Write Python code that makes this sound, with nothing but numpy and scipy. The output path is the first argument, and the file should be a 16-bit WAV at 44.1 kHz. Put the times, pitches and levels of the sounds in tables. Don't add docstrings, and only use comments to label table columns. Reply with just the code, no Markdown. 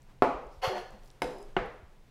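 import sys
import numpy as np
from scipy import signal
from scipy.fft import rfft, irfft
from scipy.io import wavfile
from scipy.ndimage import uniform_filter1d

SR = 44100
rng = np.random.default_rng(int(sys.argv[2]) if len(sys.argv) > 2 else 0)


def ratio_of_db(decibels):
    return 10 ** (np.asarray(decibels, float) / 20)


def put_to_file(sound):
    columns = np.atleast_2d(sound).T
    safe = np.clip(columns, -1, 1)
    whole_steps = np.round(safe * 32767)
    wavfile.write(sys.argv[1], SR, whole_steps.astype(np.int16))


N = 92610

# (frequency [Hz], width [Hz], level [dB])
SCRAPED_BOARD = [(383, 34, 8), (530, 29, -3.5), (760, 64, 3.5), (875, 120, -1.5), (1060, 160, -8.5),
                 (1440, 170, -16), (1770, 180, -9.5)]
SCRAPE_LOW_HZ = 420


def evened(x):
    return x / np.sqrt(np.mean(x ** 2) + 1e-20)


def read_spectrum(points, hz):
    f, db = np.transpose(points)
    return np.interp(np.log(hz + 1), np.log(f + 1), db)


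def gain_curve(points, t):
    s, db = np.transpose(points)
    return ratio_of_db(np.interp(t, s, db, left=-140, right=-140))


def add(mix, s, sound):
    part = mix[round(s * SR):][:len(sound)]
    part += sound[:len(part)]


def colour(x, spectrum):
    log_gain = np.log(ratio_of_db(read_spectrum(spectrum, np.fft.rfftfreq(8192, 1 / SR))))
    full = np.r_[log_gain, log_gain[-2:0:-1]]
    taps = np.fft.ifft(np.exp(np.conj(signal.hilbert(full)))).real[:4096]
    return signal.fftconvolve(x, taps)[:len(x)]


def band(x, hz, sharpness):
    return signal.lfilter(*signal.iirpeak(hz, sharpness, SR), x)


def no_bass(x, low_hz=130):
    return signal.sosfilt(signal.butter(2, low_hz, "high", fs=SR, output="sos"), x)


def ring(modes, t):
    total = sum(ratio_of_db(db - 60 * t / t60) * np.sin(2 * np.pi * hz * t) for hz, db, t60 in modes)
    return -total


def body_response(body):
    u = np.arange(4096) / SR
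    return sum(ratio_of_db(db) * width * np.exp(-np.pi * width * u) * np.sin(2 * np.pi * hz * u)
               for hz, width, db in body)


def rings(x, body):
    return signal.fftconvolve(x, body_response(body))[:len(x)]


def room(x):
    # (frequency [Hz], time to fall 60 dB [s])
    kitchen = [(150, 0.43), (400, 0.65), (1000, 0.6), (2500, 0.56), (6000, 0.59), (14000, 0.32)]
    first = int(0.0018 * SR)
    taps = np.zeros(SR)
    at = np.arange(0, SR - 20, 20) + rng.integers(0, 20, (SR - 1) // 20)
    taps[at] = rng.choice([-1., 1.], len(at))
    hz, t, z = signal.stft(taps, SR, nperseg=256)
    fade = ratio_of_db(-60 * t / read_spectrum(kitchen, hz)[:, None])
    tail = signal.istft(z * fade, SR, nperseg=256)[1]
    tail = np.r_[np.zeros(first), tail]
    return signal.fftconvolve(x, tail / np.linalg.norm(tail))[:N]


def echoed(x):
    # (delay [s], level [dB])
    echoes = [(.0078, -12), (0.0125, -11.5), (0.0228, -10)]
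    out = x.copy()
    for s, db in echoes:
        add(out, s, ratio_of_db(db) * x)
    return out


def air():
    # (frequency [Hz], level [dB per Hz])
    hush_spectrum = [(59, -20), (100, -20.5), (129, -1), (156, -13.5), (320, -18), (1000, -23.5),
                     (1140, -28), (2240, -29.5), (15700, -47.5)]
    # (frequency [Hz], level [dB per Hz])
    rumble_spectrum = [(8.8, -39.5), (15, 6), (30, 3.5), (48, -16.5), (91, -15.5), (119, -19), (200, -23.5),
                       (260, -56), (440, -120)]
    hush_db, rumble_db = -63.5, -53
    hz = np.fft.rfftfreq(N, 1 / SR)
    hush = evened(irfft(rfft(rng.standard_normal(N)) * ratio_of_db(read_spectrum(hush_spectrum, hz)), N))
    rumble = evened(irfft(rfft(rng.standard_normal(N)) * ratio_of_db(read_spectrum(rumble_spectrum, hz)), N))
    smooth = uniform_filter1d(rng.standard_normal(N), size=2500)
    lumps = evened(uniform_filter1d(smooth, size=2500))
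    return ratio_of_db(hush_db + 1.0 * lumps) * hush + ratio_of_db(rumble_db + 0.2 * lumps) * rumble


def touches():
    # (time [s], level [dB], frequency [Hz])
    thumps = [(0.345, -31.5, 42), (0.464, -36.5, 44), (0.572, -38, 56.4), (0.675, -23.5, 111),
              (0.929, -41.5, 41.7), (1.237, -31, 41), (1.583, -28.5, 34.4), (1.666, -36, 51),
              (1.829, -36.5, 68)]
    # (time [s], level [dB], frequency [Hz], 60 dB fade [s])
    nudges = [(.462, -43, 390, .08), (.930, -50, 210, .25), (.938, -42, 510, .06), (1.525, -55, 1050, .05)]
    # (time [s], level [dB])
    drag_curve = [
        (.04, -90),
        (.10, -63.5),
        (.14, -72),
        (.2, -102),
    ]
    rise_s, drag_hz, drag_width_hz = .008, 870, 430
    out, t = np.zeros(N), np.arange(SR // 4) / SR
    for s, db, hz in thumps:
        swell = (hz * t) * np.exp(1 - 2.37 * hz * t)
        add(out, s, ratio_of_db(db) * np.sin(2 * np.pi * hz * t) * swell)
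    for s, db, hz, t60 in nudges:
        add(out, s, ring([(hz, db, t60)], t) * np.minimum(t / rise_s, 1))
    drag = band(rng.standard_normal(N), drag_hz, drag_hz / drag_width_hz)
    return out + evened(drag) * gain_curve(drag_curve, np.arange(N) / SR)


def handling():
    # (time [s], level [dB])
    shift_curve = [(.92, -59), (1.0, -64.5), (1.2, -66.5), (1.23, -67), (1.44, -67.5), (1.5, -60),
                   (1.56, -66), (1.58, -86)]
    # (time [s], level [dB])
    draw_curve = [
        (.46, -88),
        (.52, -72.5),
        (.6, -72),
        (.63, -95),
    ]
    now, (low, high) = np.arange(N) / SR, rng.standard_normal((2, N))
    dull = evened(no_bass(band(low, 345, .9)))
    bright = evened(band(high, 3000, .8))
    return dull * gain_curve(shift_curve, now) + bright * gain_curve(draw_curve, now)


def ticks():
    # (time [s], peak level [dB], frequency [Hz])
    snaps = [(0.0194, -55.5, 6400), (0.029, -62, 9000), (0.17, -69, 8000), (0.186, -64, 2900),
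             (0.469, -60, 6260), (0.906, -55, 8000), (0.993, -66, 8000), (1.034, -56, 5300),
             (1.0478, -60, 10600), (1.059, -56, 5560), (1.075, -57, 5370), (1.0815, -55.5, 5240),
             (1.102, -46.5, 4800), (1.1127, -56.5, 8300), (1.384, -54, 8800), (1.418, -55, 7800),
             (1.4272, -49, 7660), (1.458, -68, 8000), (1.567, -48.5, 4500), (1.66, -59, 10000)]
    # (time [s], level [dB])
    squelch = [
        (1.02, -85),
        (1.05, -74),
        (1.085, -72),
        (1.12, -84),
        (1.14, -98),
    ]
    # (time [s], pitch [Hz], level [dB])
    squeak = [
        (.49, 4200, -88),
        (.515, 4900, -72),
        (.545, 5600, -71),
        (.56, 5000, -78),
        (.6, 4900, -88),
    ]
    t60, sharpness, room_db = 0.0048, 1.6, -10
    out, t, now = np.zeros(N), np.arange(800) / SR, np.arange(N) / SR
    for s, db, hz in snaps:
        burst = rng.standard_normal(800) * t * ratio_of_db(-60 * t / t60)
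        snap = band(band(burst, hz, sharpness), hz, sharpness)
        add(out, s, ratio_of_db(db) * snap / np.abs(snap).max())
    fizz = rng.standard_normal(N) * (rng.random(N) < 1500 / SR)
    out += evened(band(fizz, 7000, .8)) * gain_curve(squelch, now)
    s, hz, db = np.transpose(squeak)
    waver = evened(uniform_filter1d(rng.standard_normal(N), size=60))
    turns = np.cumsum(np.interp(now, s, hz)) / SR
    out += np.sin(2 * np.pi * turns) * waver * gain_curve(np.c_[s, db], now)
    return out + ratio_of_db(room_db) * room(out)


def hums():
    # (time [s], length [s], level [dB], first pitch [Hz], last pitch [Hz])
    notes_heard = [(.232, 0.026, -28, 543, 535), (0.253, 0.081, -29.5, 690, 694),
                   (.268, 0.039, -33, 264, 255), (.278, 0.036, -32, 827, 849), (0.31, 0.056, -38, 690, 690),
                   (.38, 0.068, -47, 500, 500), (.626, .055, -34, 745, 761), (.632, 0.027, -35, 875, 870),
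                   (0.643, 0.023, -33.5, 1097, 1120), (.64, .04, -39.5, 500, 514),
                   (0.692, 0.069, -34, 382.8, 372), (0.759, 0.062, -42, 364.4, 364.5),
                   (.715, 0.038, -37.5, 866, 837), (0.744, 0.067, -39, 714, 726),
                   (.705, 0.039, -39, 522, 515), (.72, 0.069, -40, 611, 589), (.8, 0.024, -49.5, 490, 500),
                   (.632, 0.031, -34, 1010, 1032), (.72, 0.086, -50.5, 202, 205),
                   (1.255, 0.093, -39.5, 509.8, 480.4), (1.311, 0.074, -44.5, 427.4, 353),
                   (1.388, 0.06, -47, 405, 409), (1.454, 0.063, -57.5, 411, 385),
                   (1.269, 0.039, -48, 272, 274), (1.605, 0.046, -39.5, 495, 500),
                   (1.635, 0.043, -43, 789, 820), (1.632, .04, -42, 408, 472),
                   (1.675, 0.032, -42, 492, 458), (1.73, 0.057, -54.5, 508, 499)]
    out = np.zeros(N)
    for s, length, db, first_hz, last_hz in notes_heard:
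        u = np.linspace(0, 1, int(1.17 * length * SR))
        turns = np.cumsum(first_hz + (last_hz - first_hz) * u) / SR
        swell = np.sin(np.pi * u ** 0.68)
        add(out, s, ratio_of_db(db) * swell * np.sin(2 * np.pi * turns))
    return out


def settle():
    # (time [s], level [dB])
    slide_curve = [
        (1.222, -66.5),
        (1.32, -68.5),
        (1.42, -69.5),
        (1.47, -80),
    ]
    # (frequency [Hz], level [dB])
    steel_notes = [(5040, 3), (9630, -4.5), (11770, -8), (7300, -5)]
    width_hz, board_db = 120, 18.5
    rub = rng.standard_normal(N) * gain_curve(slide_curve, np.arange(N) / SR)
    steel = [(hz, width_hz, db) for hz, db in steel_notes]
    board = SCRAPED_BOARD[:4]
    steel_sound = rings(rub, steel) / np.linalg.norm(body_response(steel))
    board_sound = no_bass(rings(rub, board), SCRAPE_LOW_HZ) / np.linalg.norm(body_response(board))
    return steel_sound + ratio_of_db(board_db) * board_sound


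def scrape():
    # (time [s], pressure on board [dB], edge speed [dB], nearness to the rim [0-1])
    path = [(0.614, -79, -71, 0.9), (0.62, -71, -50, 0.2), (.634, -33, -41, 0.89),
            (0.647, -29.5, -36, 0.52), (0.688, -36.5, -44, 0.82), (0.727, -30.5, -68, 0.13),
            (0.784, -37.5, -50, 0.88), (.812, -83, -55.5, 0.2), (0.829, -74, -65, 0.3)]
    # (frequency [Hz], width [Hz], level [dB])
    edge_notes = [(2120, 79, 6.5), (2850, 460, 6), (3224, 91, 2), (4330, 200, 8), (4860, 28, -23),
                  (5630, 210, -5.5), (5900, 55, -29), (6460, 27, -25), (7230, 33, -35), (8040, 70, -39),
                  (10500, 350, -9.5), (11200, 30, -20), (12900, 160, -12), (14800, 190, -21)]
    # (frequency [Hz], level [dB per Hz])
    hiss_spectrum = [(120, -59), (200, -10.5), (515, 9.5), (641, -12), (755, -7.5), (1260, -7.5),
                     (4410, -28), (15500, -40)]
    slip_spread_db, slips_per_s = 2.5, 9000
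    rim_hz, rim_db = 620, 18.5
    board_db, edge_db, hiss_db, room_db = -4, -1, 5.5, -4.5
    t, one = np.arange(N) / SR, 1. * (np.arange(4096) == 0)
    sizes = ratio_of_db(slip_spread_db * np.minimum(rng.exponential(1, N), 4))
    signs = np.sign(rng.standard_normal(N))
    slips = evened(sizes * signs * (rng.random(N) < slips_per_s / SR))
    s, press_db, speed_db, rim = np.transpose(path)
    press = slips * gain_curve(np.c_[s, press_db], t)
    speed = slips * gain_curve(np.c_[s, speed_db], t)
    lean = ratio_of_db(rim_db * (np.interp(t, s, rim) - .5))
    high = [m for m in SCRAPED_BOARD if m[0] > rim_hz]
    low = [m for m in SCRAPED_BOARD if m[0] <= rim_hz]
    board = rings(press * lean, high) + rings(press / lean, low)
    board /= np.linalg.norm(body_response(SCRAPED_BOARD))
    edge = rings(speed, edge_notes) / np.linalg.norm(body_response(edge_notes))
    hiss = colour(speed, hiss_spectrum) / np.linalg.norm(colour(one, hiss_spectrum))
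    out = ratio_of_db(board_db) * board + ratio_of_db(edge_db) * edge + ratio_of_db(hiss_db) * hiss
    out = no_bass(no_bass(out, SCRAPE_LOW_HZ), SCRAPE_LOW_HZ)
    return out + ratio_of_db(room_db) * room(out)


def blade():
    # (frequency [Hz], level [dB], 60 dB fade [s])
    steel = [(3920, 4.5, 0.041), (5020, 2.5, 0.047), (5170, -4, 0.048), (6060, -6, 0.062),
             (7450, -9.5, .05), (8060, -11, 0.038), (9700, -3.5, 0.045), (11300, -10.5, 0.05),
             (11970, -24, .08), (14200, -16, 0.033)]
    # (time [s], level [dB])
    hits = [
        (1.2198, -38),
        (1.258, -61),
        (1.275, -55),
        (1.3076, -60),
        (1.3835, -65),
        (1.4262, -68),
    ]
    longest_t60, room_db = 0.02, -11.5
    out, t = np.zeros(N), np.arange(SR // 2) / SR
    damped = [(hz, db, min(t60, longest_t60)) for hz, db, t60 in steel]
    for s, db in hits:
        add(out, s, ratio_of_db(db) * ring(damped, t))
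    return echoed(out) + ratio_of_db(room_db) * room(out)


def knocks():
    # (time [s], ring level [dB], crack level [dB], 60 dB fade of the ring [s], room level [dB])
    blows = [
        (0.2221, -6.5, -10.5, 0.0097, 0.5),
        (1.2196, -18.5, -22.5, 0.036, -9),
        (1.5654, -17, -17, 0.058, -8),
    ]
    weight_lags = (0, 0, .0015)
    # (frequency [Hz], level [dB], 60 dB fade [s])
    chop = [(139, -15.5, 0.14), (268.8, -14.5, 0.28), (405, -5.5, 0.097), (501.2, -9.5, 0.52),
            (718, -0.5, 0.07), (865.6, -4.5, 0.2), (1115, -18, 0.09), (1286, -20, 0.19), (1835, -21, 0.067),
            (2008, -29, 0.36), (2270, -25.5, 0.18), (2700, -31.5, 0.14)]
    flat = [(393.8, -7.5, 0.2), (500, -6, 0.62), (721, -9.5, 0.23), (896, -9, 0.26), (1013, -17, 0.33),
            (1250, -29, 0.81), (1500, -18, 2.3), (1590, -45, 1.1), (2125, -19, 0.38), (2180, -9, 0.04),
            (2940, -15.5, 0.036), (3020, -31, 3.9)]
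    handle = [(198.7, -14, 0.34), (378.5, -2.5, 0.22), (690, -9, 0.24), (975, -23, 0.23), (1512, -5, 0.027),
              (2155, -17, 0.58), (2880, -9, 0.021)]
    # (frequency [Hz], level [dB per Hz])
    chop_crack = [(130, -21), (300, -10), (700, -6), (1300, -11.5), (1600, -22.5), (2500, -25),
                  (3200, -34.5), (15500, -62)]
    flat_crack = [(59, -59), (100, -7), (508, 0), (1230, -14.5), (2130, -18), (5170, -31), (9950, -37),
                  (15500, -56)]
    handle_crack = [(59, -31), (100, -5), (209, -9), (281, -13), (378, -4.5), (640, -6), (2000, -12.5),
                    (15500, -65)]
    contact_s, linger_db, longest_t60 = .00022, -10.5, .3
    crack_t60, crack_soft_s, snap_low_hz = 0.018, .00003, 550
    out, t = np.zeros(N), np.arange(SR // 2) / SR
    press = 1 - np.exp(-t / contact_s)
    keep = np.exp(-1 / (SR * crack_soft_s))
    bodies, cracks = (chop, flat, handle), (chop_crack, flat_crack, handle_crack)
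    for (s, ring_db, crack_db, t60, room_db), lag, modes, crack in zip(blows, weight_lags, bodies, cracks):
        damped = [(hz, db, min(late, longest_t60)) for hz, db, late in modes]
        fade = ratio_of_db(-60 * t / t60) + ratio_of_db(linger_db)
        body = no_bass(press ** 2 * ring(damped, t)) * fade
        blow = colour(-1. * (t == 0), crack)
        blow /= np.linalg.norm(blow) / 2
        rattle = rng.standard_normal(len(t)) * press * ratio_of_db(-60 * t / crack_t60)
        rattle = signal.lfilter([1 - keep], [1, -keep], rattle)
        snap = no_bass(signal.fftconvolve(rattle, blow)[:len(t)], snap_low_hz)
        snap /= np.abs(snap).max()
        ringing, sharp, into_room = np.zeros((3, N))
        add(ringing, s + lag, ratio_of_db(ring_db) * body)
        add(sharp, s, ratio_of_db(crack_db) * snap)
        add(into_room, s, ratio_of_db(room_db) * blow)
        out += ringing + echoed(sharp) + room(into_room)
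    return out


def scene():
    background = air() + touches() + handling() + ticks()
    knife = hums() + settle() + scrape() + blade() + knocks()
    return (background + knife)[None]


def band_limit(x):
    return signal.sosfilt(signal.butter(12, 16410, fs=SR, output="sos"), x)


def record(dry):
    lowpass = signal.firwin(255, 15900, window=("kaiser", 8), fs=SR)
    mix = signal.oaconvolve(dry, lowpass[None], "same")
    return band_limit(mix)


dry = scene()
out = record(dry)
put_to_file(out)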